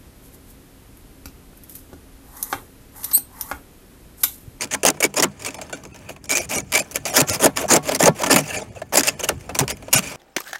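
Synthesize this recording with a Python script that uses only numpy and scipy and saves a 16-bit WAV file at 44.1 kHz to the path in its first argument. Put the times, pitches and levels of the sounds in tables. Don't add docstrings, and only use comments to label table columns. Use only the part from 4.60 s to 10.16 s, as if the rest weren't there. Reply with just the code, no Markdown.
import sys
import numpy as np
from scipy import signal
from scipy.fft import rfft, irfft
from scipy.io import wavfile
from scipy.ndimage import uniform_filter1d

SR = 44100
rng = np.random.default_rng(int(sys.argv[2]) if len(sys.argv) > 2 else 0)


def wav_out(sig):
    wavfile.write(sys.argv[1], SR, np.round(np.clip(np.atleast_2d(sig).T, -1, 1) * 32767).astype(np.int16))


def invert_db(x):
    u = np.asarray(x, float) / 20
    return 10 ** u


N = 245195
T = np.arange(N) / SR

# (frequency [Hz], density [dB])
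HUM_SPECTRUM = [(15, -40), (25, 21.5), (115, 21), (500, 9), (631, -32), (906, -26), (1870, -5), (2360, -12),
                (3950, -27), (7350, -23), (12000, -83), (15600, -49), (22000, -120)]
# (time [s], level [dB])
HANDLING = [(0, -48), (.5, -57), (1.05, -52.5), (2.1, -41.5), (2.45, -52), (2.8, -41), (4.2, -46),
            (4.55, -48), (4.7, -37), (5.56, -49)]
THIN_MOMENTS = [0.974, 1.143, 1.329, 1.677, 1.802, 1.972, 2.031, 2.212, 2.516, 2.715, 3.976, 4.02, 4.107,
                4.563, 5.136, 5.366]

# (time [s], blade over ice [dB], glass over ice [dB])
GRIP = [(0, -3, -2), (.225, -27, -3), (.395, -7.5, -5), (.535, -8.5, -1), (.785, -3, -1.5), (1.1, 0.5, 1.5),
        (1.685, -7, -8), (1.88, -15, -1.5), (2.11, 0, -3.5), (2.3, -6, -4.5), (2.44, -3, -6),
        (2.51, -31, -1), (2.65, -3, -2), (2.77, -30, 1), (2.94, 0, 4.5), (3.07, -27, 5), (3.19, 2.5, 7),
        (3.335, -32, -5), (3.375, -30, 3), (3.5, 1, 7), (3.68, -5.5, -1.5), (3.8, 0.5, 1),
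        (3.98, -2.5, 6.5), (4.3, -16.5, -7), (4.42, -5, -5), (4.58, -2.5, 0), (4.88, -1.5, 5),
        (5.06, 2, -3), (5.3, -8, -12), (5.415, 4.5, -8)]
# (time [s], level [dB])
REST = [(0.0, -56), (0.65, -59), (1.05, -52), (1.24, -59.5), (1.5, -54), (1.61, -71), (1.7, -50),
        (1.83, -58.5), (2.09, -57), (2.43, -56), (2.77, -53), (3.53, -59.5), (3.84, -55), (4.01, -51),
        (4.23, -65), (4.29, -64), (4.57, -51), (4.68, -57), (5.31, -58), (5.56, -42.5)]
# (time [s], length [ms], starting level [dB], change [dB])
SLIDES = [(.012, 34.3, -27, 0), (.11, 27, -31, 3), (.136, 16.6, -20, -0.5), (.259, 31, -13, -1),
          (.425, 17, -12.5, -6.5), (.448, 17, -18.5, -14), (.571, 16.8, -15, -0.5),
          (.6235, 21.3, -12, -2.5), (.794, 57, -45.5, 2), (.847, 44.4, -28, -5), (1.72, 27.7, -20.5, -13),
          (1.751, 17, -19.5, -8), (1.78, 77, -25, -14.5), (1.919, 60.6, -27, 4.5), (1.983, 24, -33.5, -10),
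          (2.15, 27.7, -20, -5.5), (2.188, 35, -23, -14), (2.458, 75, -28, -8), (2.702, 47, -25.5, 1.5),
          (2.975, 43.6, -31, -0.5), (3.018, 45, -33, -12), (3.41, 21.5, -15.5, -11.5),
          (3.661, 27, -22.5, -12), (3.779, 32.5, -17, -11), (3.812, 173, -45, 11), (4.15, 54, -51, -1.5),
          (4.322, 35.5, -35.5, 21.5), (4.593, 22, -26.5, -15), (5.31, 26, -47, 6),
          (5.337, 55.8, -20.5, 4.5), (5.424, 110, -39, -7)]
# (time it breaks free [s], build-up [ms], peak level [dB])
LOADS = [(0.57, 13, -17), (0.605, 15, -12.5), (1.916, 25.4, -20), (2.575, 38.4, -7.5), (2.609, 26, -12.5),
         (2.698, 27, -22), (2.847, 53, -10.5), (2.974, 16, -20.5), (3.116, 35.8, -14), (3.169, 81, -18),
         (3.298, 73, -29.5), (3.322, 20, -23), (3.352, 5.8, -9.5), (3.409, 18, -13.5), (3.482, 43, -11.5),
         (3.622, 75, -31), (3.645, 13, -22.5), (3.711, 16.8, -13.5), (3.762, 20, -27), (4.37, 3.9, -15),
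         (4.396, 5.4, -12), (4.488, 58, -15.5), (4.642, 14.5, -17), (4.689, 28, -38), (4.953, 7, -24.5),
         (5.102, 18, -24.5)]
# (time [s], dying time [ms],
# peak level [dB])
BITES = [(.232, 17.5, -10.5), (0.251, 3.4, 8), (0.301, 6.9, -5.5), (.009, 4.8, -12), (0.021, 7.6, -17),
         (2.695, 7.7, -16), (1.712, 8.2, -7.5), (1.771, 22, -16), (2.1259, 5.1, -3.5), (2.176, 17, -18.5),
         (2.357, 21, -14.5), (2.368, 4.3, -8), (2.577, 38, -10.5), (2.614, 6.6, -0.5), (3.12, 23, -13.5),
         (3.134, 31, -11), (3.352, 19, -16.5), (3.427, 4.1, 3), (3.437, 13, -5.5), (3.456, 24, -8.5),
         (3.711, 48, -9), (3.728, 9.9, -2), (3.74, 17, -4.5), (3.76, 20, 1.5), (4.356, 6.2, -2.5),
         (4.371, 55, -4), (4.433, 13, -12), (4.688, 16.7, -8.5), (4.989, 7.7, -2), (5.001, 38, -19),
         (2.848, 10.6, -4.5), (2.858, 17.3, -3), (2.603, 12.5, -6), (0.44, 17, -17), (1.981, 4.8, -11.5),
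         (3.359, 9.4, -12), (3.163, 8.5, -8), (2.151, 10, -8), (4.407, 10, -3), (5.344, 7.2, -16),
         (5.361, 5.8, -16), (0.599, 4, -8), (0.264, 8, -0.5), (0.285, 4.9, -13), (0.633, 5.7, -18),
         (3.635, 38, -25), (5.079, 3.8, -5.5), (5.105, 37, -20), (5.328, 60, -9.5),
         (.403, 33, -18), (0.053, 7.4, -29), (.072, 9, -36), (.206, 6.2, -44), (0.614, 8.8, -30),
         (2.003, 9.9, -31), (2.221, 8.6, -29.5), (3.93, 120, -36.5), (4.015, 32, -35), (0.54, 12.5, -16.5),
         (.605, 4.6, -24), (.891, 33, -42), (.943, 28, -30.5), (1.013, 20, -25), (1.127, 57, -27),
         (1.489, 52, -32.5), (1.693, 21, -16), (1.705, 21, -17.5), (2.12, 8.7, -10), (2.135, 60, -17.5),
         (2.311, 35, -31), (2.344, 62, -29), (2.618, 20, -28), (2.751, 43, -23), (2.865, 17, -43),
         (3.29, 11.4, -18.5), (3.323, 39, -26), (3.62, 5.8, -14.5), (3.986, 83, -37), (4.398, 27, -22),
         (4.493, 34, -22), (4.779, 7, -51), (4.8, 36, -53), (5.03, 8.4, -38), (5.038, 32, -46),
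         (0.968, 18, -34), (1.067, 5.5, -43), (1.172, 9.1, -38), (4.643, 19.5, -14), (4.892, 18, -33.5),
         (4.953, 43, -28), (5.389, 32, -25), (2.453, 15.4, -16.5), (2.695, 12, -29)]
# (time [s], peak level [dB])
RELEASES = [(.291, -31), (0.613, -30), (0.646, -23), (2.619, -19), (2.866, -15.5), (3.02, -28),
            (3.17, -17.5), (3.473, -9.5), (3.483, -34), (3.698, -3.5), (3.745, -25), (4.323, -13.5),
            (4.695, -16.5), (4.891, -25), (5.03, -32.5)]
# (time [s], peak level [dB], blade over peak [dB], glass over peak [dB])
TAPS = [(0.074, -42, -10, -13), (0.343, -47, -9, 28.5), (0.3704, -43.5, 4, 24), (0.8207, -19.5, -17, -17),
        (0.862, -12, -1, -20), (0.906, -20, -15, -15), (0.9837, -37, 11, 21), (1.0964, -35, 6, 18.5),
        (1.236, -28, -8, 4), (1.252, -28.5, -3, 9), (1.3449, -35.5, 3, 11), (1.3607, -30.5, -19, 3),
        (1.563, -46.5, 18.5, 23.5), (1.6415, -25.5, -29, -3), (1.656, -25, -8, -37),
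        (4.2166, -37.5, 18, 29), (4.809, -42, 12, -12), (5.17, -32.5, 3, -16), (5.224, -42, 13, 19),
        (5.283, -41, 17, 23), (5.496, -35, -10, -17)]

# (time [s], peak level [dB], frequency [Hz])
FLEXES = [(0.268, -32, 191), (.664, -28, 200), (.679, -26, 200), (.694, -33, 196), (2.882, -29, 196),
          (3.505, -13.5, 227), (2.616, -12, 144), (2.691, -22, 95), (2.758, -25, 152), (2.851, -21, 139),
          (3.12, -18, 163), (3.164, -21, 192), (3.435, -10, 167), (3.491, -9.5, 157), (3.744, -14, 161),
          (5.008, -11.5, 135), (5.038, -19, 140), (5.079, -29, 70), (5.352, -14.5, 137)]
# (time [s], peak level [dB], frequency [Hz])
KNOCKS = [(0.234, -11, 412), (0.25, 0.5, 590), (0.599, -7, 363), (.405, -12, 575), (.543, -27, 470),
          (0.654, -19, 267), (1.13, -19, 636), (1.503, -20.5, 620), (2.854, -4, 470), (3.406, -1.5, 627),
          (3.431, -5, 279), (3.469, 0, 520), (3.482, 5, 584), (3.702, -9, 496), (3.718, -9, 275),
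          (3.759, -6, 265), (4.219, -15, 640), (4.399, -12, 266), (4.892, -19, 650), (5.015, -14, 287),
          (5.024, -12, 387), (5.034, -15, 384), (4.636, -12, 564), (4.692, -6.5, 1350), (5.388, -13.5, 197),
          (4.342, -8, 760), (5.282, -20, 570)]
# (frequency [Hz], level [dB], decay time t60 [s])
PANE_MODES = [(117, -28, 0.39), (148.2, -6, 0.35), (200, -4, 0.19), (275, 0, 0.071), (356.8, -5, 0.033),
              (419.6, -6, 0.048), (496, -6.5, 0.043), (595, -17.5, 0.14), (619.6, -0.5, 0.013),
              (736.7, -2, 0.13), (854, -4.5, 0.048), (960, -3, 0.035), (1106, -3.5, 0.16),
              (1373, -3, 0.074), (1481, -4, 0.016), (1761, -1.5, 0.066), (2102, -4.5, 0.026)]
# (time [s], length [ms], level [dB], frequency [Hz])
HELD_MODES = [(.108, 20, -32.5, 1780), (.135, 20, -28, 1800), (.135, 20, -28, 2110), (.14, 45, -35, 980),
              (.145, 33, -37, 1540), (.425, 15, -22, 2810), (.565, 48, -26, 980), (.625, 28, -22, 2070),
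              (.635, 33, -32, 1036), (1.128, 17, -31, 1454), (1.128, 23, -42, 2780),
              (1.128, 17.5, -40, 3340), (.8, 57, -53, 2450), (1.31, 100, -57, 2535), (1.455, 92, -50, 2530),
              (1.78, 71, -36, 2390), (2.455, 240, -35, 680), (3.04, 23, -20.5, 660), (3.6, 47, -24, 595),
              (3.635, 11, -18, 870), (3.83, 93, -41, 2670), (3.88, 90, -38, 2720), (3.89, 120, -39, 1720),
              (4.15, 50, -50, 2660), (4.155, 44, -42, 626), (5.005, 38, -23.5, 766), (.66, 31, -42, 1100),
              (3.89, 69, -44, 727), (3.96, 65, -40, 604), (5.42, 150, -51, 2580), (5.35, 39, -32, 613),
              (4.634, 26, -24, 2980), (4.686, 9.9, -22, 2830), (4.483, 13, -12.5, 2640),
              (4.895, 20, -43, 2720), (1.127, 28, -51, 4630)]
# (time [s], peak level [dB], frequency [Hz])
SINGS = [(0.3726, -39, 2310), (0.4255, -6.5, 2270), (0.4405, -6.5, 2256), (0.4544, -16.5, 2290),
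         (0.5834, -18, 2490), (0.821, -35, 2500), (0.8634, -20, 2290), (0.8834, -20.5, 2600),
         (1.561, -41, 2590), (1.6945, -18, 2290), (1.704, -11.5, 2317), (1.711, -19, 2330),
         (1.7204, -29, 2300), (1.726, -15, 2300), (1.7354, -14, 2340), (1.7424, -27, 2310),
         (1.7504, -9, 2370), (1.7549, -8, 2420), (1.7704, -27, 2580), (1.7836, -19, 2380),
         (1.7978, -28, 2300), (1.814, -30, 2420), (1.834, -38, 2470), (1.8494, -36, 2450),
         (1.9354, -23, 2300), (1.9617, -23, 2310), (1.9819, -14, 2280), (2.123, -21.5, 2360),
         (2.1365, -21, 2320), (2.1474, -11, 2320), (2.1525, -6, 2264), (2.1644, -10, 2360),
         (2.1734, -11, 2340), (2.1894, -19, 2340), (2.2, -17, 2510), (2.2114, -27.5, 2190),
         (2.4603, -41, 2190), (2.4794, -21, 2510), (2.4986, -29, 2380), (5.3589, -16.5, 2440),
         (5.475, -25, 2420)]
# (frequency [Hz], width [Hz], level [dB])
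BLADE_MODES = [(4390, 160, 1), (6370, 200, 3.5), (7330, 160, 0.5), (8060, 120, 1.5), (10160, 300, 0.5)]

# (time [s], peak level [dB])
CRACKS = [(0.3014, -2), (0.624, 0), (0.848, -14), (0.8635, -16), (1.014, -20), (1.272, -39), (1.3897, -35),
          (1.7044, -10), (1.712, -9), (1.7212, -4.5), (1.7703, -6), (1.7797, -8), (1.9821, -7.5),
          (2.602, -2), (2.6134, -1), (2.6963, -3), (2.8474, -3), (2.8574, 2), (3.1126, -3), (3.118, 0),
          (3.137, 3), (3.616, -16), (4.357, -5), (4.4718, -1), (4.4797, -6), (4.4876, -1.5), (4.6889, 0.5),
          (4.9885, 0), (4.9948, -1.5), (5.002, -7), (5.1012, -8)]
# (frequency [Hz], density [dB])
ICE_SPECTRUM = [(530, 12), (900, -12), (991, -6), (2300, -5.5), (2570, 1), (4100, -14.5), (4630, -1.5),
                (7860, 6), (8760, -1), (11600, -3), (12700, -51), (14900, 7), (16000, -20)]
# (time [s], level [dB])
FINENESS = [(0, -5.5), (.5, -3), (1, -10), (1.6, -0.5), (2, -1.5), (2.3, 1), (2.9, 0), (3.3, 0), (3.75, -2),
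            (3.9, 0.5), (4.1, -14), (4.3, 5.5), (4.5, -12), (4.69, 1), (5.0, 1), (5.1, 1), (5.35, -1),
            (5.56, 0)]

RISE_S, STOP_S = 0.0012, 0.00074
LOAD_RISE_DB, BITE_FALL_DB, RELEASE_MS = 18.5, 38, 49.6


def rms_one(x):
    return x / np.sqrt(np.mean(x ** 2) + 1e-20)


def drift(rate_hz):
    r = np.exp(-2 * np.pi * rate_hz / SR)
    return rms_one(signal.lfilter([1], [1, -2 * r, r * r], rng.standard_normal(N + SR))[SR:])


def bandpass(x, order, low_hz, high_hz):
    return signal.sosfilt(signal.butter(order, [low_hz, high_hz], "band", fs=SR, output="sos"), x)


def ring(x, hz, width_hz):
    r = np.exp(-np.pi * width_hz / SR)
    return signal.lfilter([1 - r, 0, r - 1], [1, -2 * r * np.cos(2 * np.pi * hz / SR), r * r], x)


def coloured(x, spectrum, patchy_db):
    hz, db = np.transpose(spectrum)
    count = int(3 * np.log2(hz[-1] / hz[0]) + 1.03)
    edges = np.geomspace(hz[0], min(hz[-1], 20000), count)
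    out = 0
    for k, (low, high) in enumerate(zip(edges, edges[1:])):
        level_db = np.interp(np.log(low * high) / 2, np.log(hz), db) + patchy_db * drift(32.0)
        out = out + invert_db(level_db) * bandpass(x[k % 2], 2, low, high)
    return rms_one(out)


def grains(per_s, spread_db):
    sizes = invert_db(spread_db * np.minimum(rng.exponential(1, (2, N)), 3.8))
    sizes *= rng.choice([-1, 1], (2, N))
    return rms_one(sizes * (rng.random((2, N)) < per_s / SR) + 1e-9)


def thumps(blows, cycles):
    out, t = np.zeros(N), T[:SR // 5]
    for s, peak_db, hz in blows:
        i = round(s * SR)
        age = t * hz / cycles
        blow = invert_db(peak_db - 4.0) * age * np.exp(1 - age) * np.sin(2 * np.pi * hz * t)
        out[i:i + len(t)] += blow[:N - i]
    return out


def hum():
    rumble = rms_one(bandpass(rng.standard_normal(N), 2, 45, 130))
    rumble *= invert_db(np.interp(T, *np.transpose(HANDLING)) + 3 * drift(10))
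    return invert_db(-46.5) * coloured(rng.standard_normal((2, N)), HUM_SPECTRUM, patchy_db=3.5) + rumble


def surroundings(x):
    lag = SR * np.clip(.0005 + .00015 * drift(3), .0001, .001)
    echo = np.interp(np.arange(N) - lag, np.arange(N), x)
    r = np.exp(-2 / (0.0088 * SR))
    stored = np.sqrt(signal.lfilter([1 - r], [1, -r], x ** 2))
    tail = bandpass(rng.standard_normal(N), 1, 700, 2600)
    return x + .5 * echo + invert_db(-2.0) * stored * tail


def touch(force, s, ms, start_db, change_db):
    i, length = round(s * SR), max(ms, 2) / 1000
    t = T[:min(N - i, round((length + STOP_S) * SR))]
    gate = np.clip(np.minimum(t / RISE_S, (length + STOP_S - t) / STOP_S), 0, 1)
    force[:, i:i + len(t)] += gate * invert_db(start_db + change_db * t / length)


def contact():
    touches = [*SLIDES]
    touches += [(s, ms, db, -BITE_FALL_DB) for s, ms, db in BITES]
    touches += [(s - ms / 1000, ms, db - LOAD_RISE_DB, LOAD_RISE_DB) for s, ms, db in LOADS]
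    force, starts = np.zeros((3, N)), [s for s, *_ in GRIP]
    for s, ms, db, change_db in touches:
        judged_at = s + ms / 2000 * (change_db > 0)
        _, blade_db, glass_db = GRIP[max(np.searchsorted(starts, judged_at, "right") - 1, 0)]
        touch(force, s, ms, db + np.array([[0], [blade_db], [glass_db]]), change_db)
    for s, db in RELEASES:
        touch(force[2:], s, RELEASE_MS, db, -BITE_FALL_DB)
    force *= invert_db(2.0 * drift(100.0) + 1.1 * drift(240.0))
    for s, peak_db, blade_db, glass_db in TAPS:
        i = round(s * SR)
        t = T[:min(N - i, 1500)]
        shares = invert_db(peak_db - 8 + np.array([[0], [blade_db], [glass_db]]))
        force[:, i:i + len(t)] += shares * np.exp(-t / .003)
    rest_shares_db = np.array([[0], [3.5], [10]])
    rest = invert_db(np.interp(T, *np.transpose(REST)) + rest_shares_db)
    return force + rest * invert_db(1.63 * drift(12.5))


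def glass(force):
    pushes, out = force * grains(3000.0, spread_db=2.5), 0
    for k, (hz, db, t60) in enumerate(PANE_MODES):
        lag = round(3.0 / hz * SR)
        late = np.roll(pushes[k % 2], lag) * invert_db(db + 3.0 * drift(14))
        width_hz = np.log(1000) / np.pi / (1.086 * t60)
        out = out + ring(late, hz, width_hz) / np.sqrt(hz)
    thud = bandpass(pushes[0], 2, 300, 1200)
    return invert_db(39.0) * out + invert_db(3.0) * thud


def held_modes():
    out = np.zeros(N)
    waver = 2 * np.pi * 80 * np.cumsum(drift(92.1)) / SR
    for s, ms, db, hz in HELD_MODES:
        i = round(s * SR)
        t = T[:min(N - i, round(ms / 1000 * SR))]
        swell = np.sin(np.pi * np.sqrt(t / (ms / 1000)))
        out[i:i + len(t)] += invert_db(db) * swell * np.sin(2 * np.pi * hz * t + waver[i:i + len(t)])
    return out * invert_db(5 * drift(120))


def blade(force):
    source = force * grains(4700.0, spread_db=3.0)[0]
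    squeal = sum(invert_db(db) * ring(source, hz, width_hz) for hz, width_hz, db in BLADE_MODES)
    body = invert_db(6) * ring(source, 2610, 840) + invert_db(7.5) * ring(source, 2360, 180)
    return squeal + body + invert_db(0.5) * thumps(SINGS, cycles=7.1)


def cracks():
    gate, age = np.zeros(N), T[:600] / .0011
    for s, peak_db in CRACKS:
        i = round(s * SR)
        gate[i:i + len(age)] += invert_db(peak_db - 10.5) * age * np.exp(1 - age)
    puff = bandpass(rng.standard_normal(N), 1, 2200, 11000)
    return gate * rms_one(puff + invert_db(2.0) * ring(puff, 7160, 2500))


def ice(force):
    grit = grains(9000.0, spread_db=4.5)
    hz, db = np.transpose(ICE_SPECTRUM)
    pitches = np.geomspace(1000, 14000, num=36) * invert_db(0.36 * rng.standard_normal(36))
    rings = 0
    for k, f in enumerate(pitches):
        level = invert_db(np.interp(f, hz, db) + 5 * drift(14))
        rings = rings + level * ring(grit[k % 2], f, 50 + .012 * f)
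    hiss = coloured(grit, ICE_SPECTRUM, patchy_db=4.0) + invert_db(-6.5) * rms_one(rings)
    dull = signal.sosfiltfilt(signal.butter(2, 9000, fs=SR, output="sos"), hiss)
    bright = invert_db(np.interp(T, *np.transpose(FINENESS))) * (hiss - dull)
    return force * (dull + bright) * invert_db(-1.5)


def scene():
    on_ice, on_blade, on_glass = contact()
    blows = thumps(FLEXES, cycles=0.91) + thumps(KNOCKS, cycles=0.93)
    scrape = surroundings(ice(on_ice)) + invert_db(-1.0) * blade(on_blade)
    return (scrape + glass(on_glass) + held_modes() + blows + hum() + cracks())[None]


def thin(x, keep_db):
    out, size = x.copy(), 1280
    fade = signal.windows.tukey(size, .4)
    for s in THIN_MOMENTS:
        i = round(s * SR) - size // 2
        lines = rfft(x[i:i + size] * fade)
        number = np.arange(len(lines))
        around = np.sqrt(uniform_filter1d(np.abs(lines) ** 2, size=60))
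        strong = (np.abs(lines) > invert_db(keep_db) * around) & (number < 330)
        kept = strong | (number < 25)
        gain = np.maximum(kept, np.where(number < 300, .22, .07))
        out[i:i + size] += fade * (invert_db(3.0) * irfft(lines * gain) - x[i:i + size])
    return out


def low_pass(x):
    return signal.sosfilt(signal.butter(12, 16970, fs=SR, output="sos"), x)


def record(dry):
    x = signal.sosfilt(signal.butter(2, 60, "high", fs=SR, output="sos"), dry)
    x = .88 * np.tanh(x / .88)
    x = signal.sosfilt(signal.cheby2(14, 32, 16150, fs=SR, output="sos"), x)
    mix = thin(x[0], keep_db=3)[None]
    return low_pass(mix)


dry = scene()
out = record(dry)
wav_out(out)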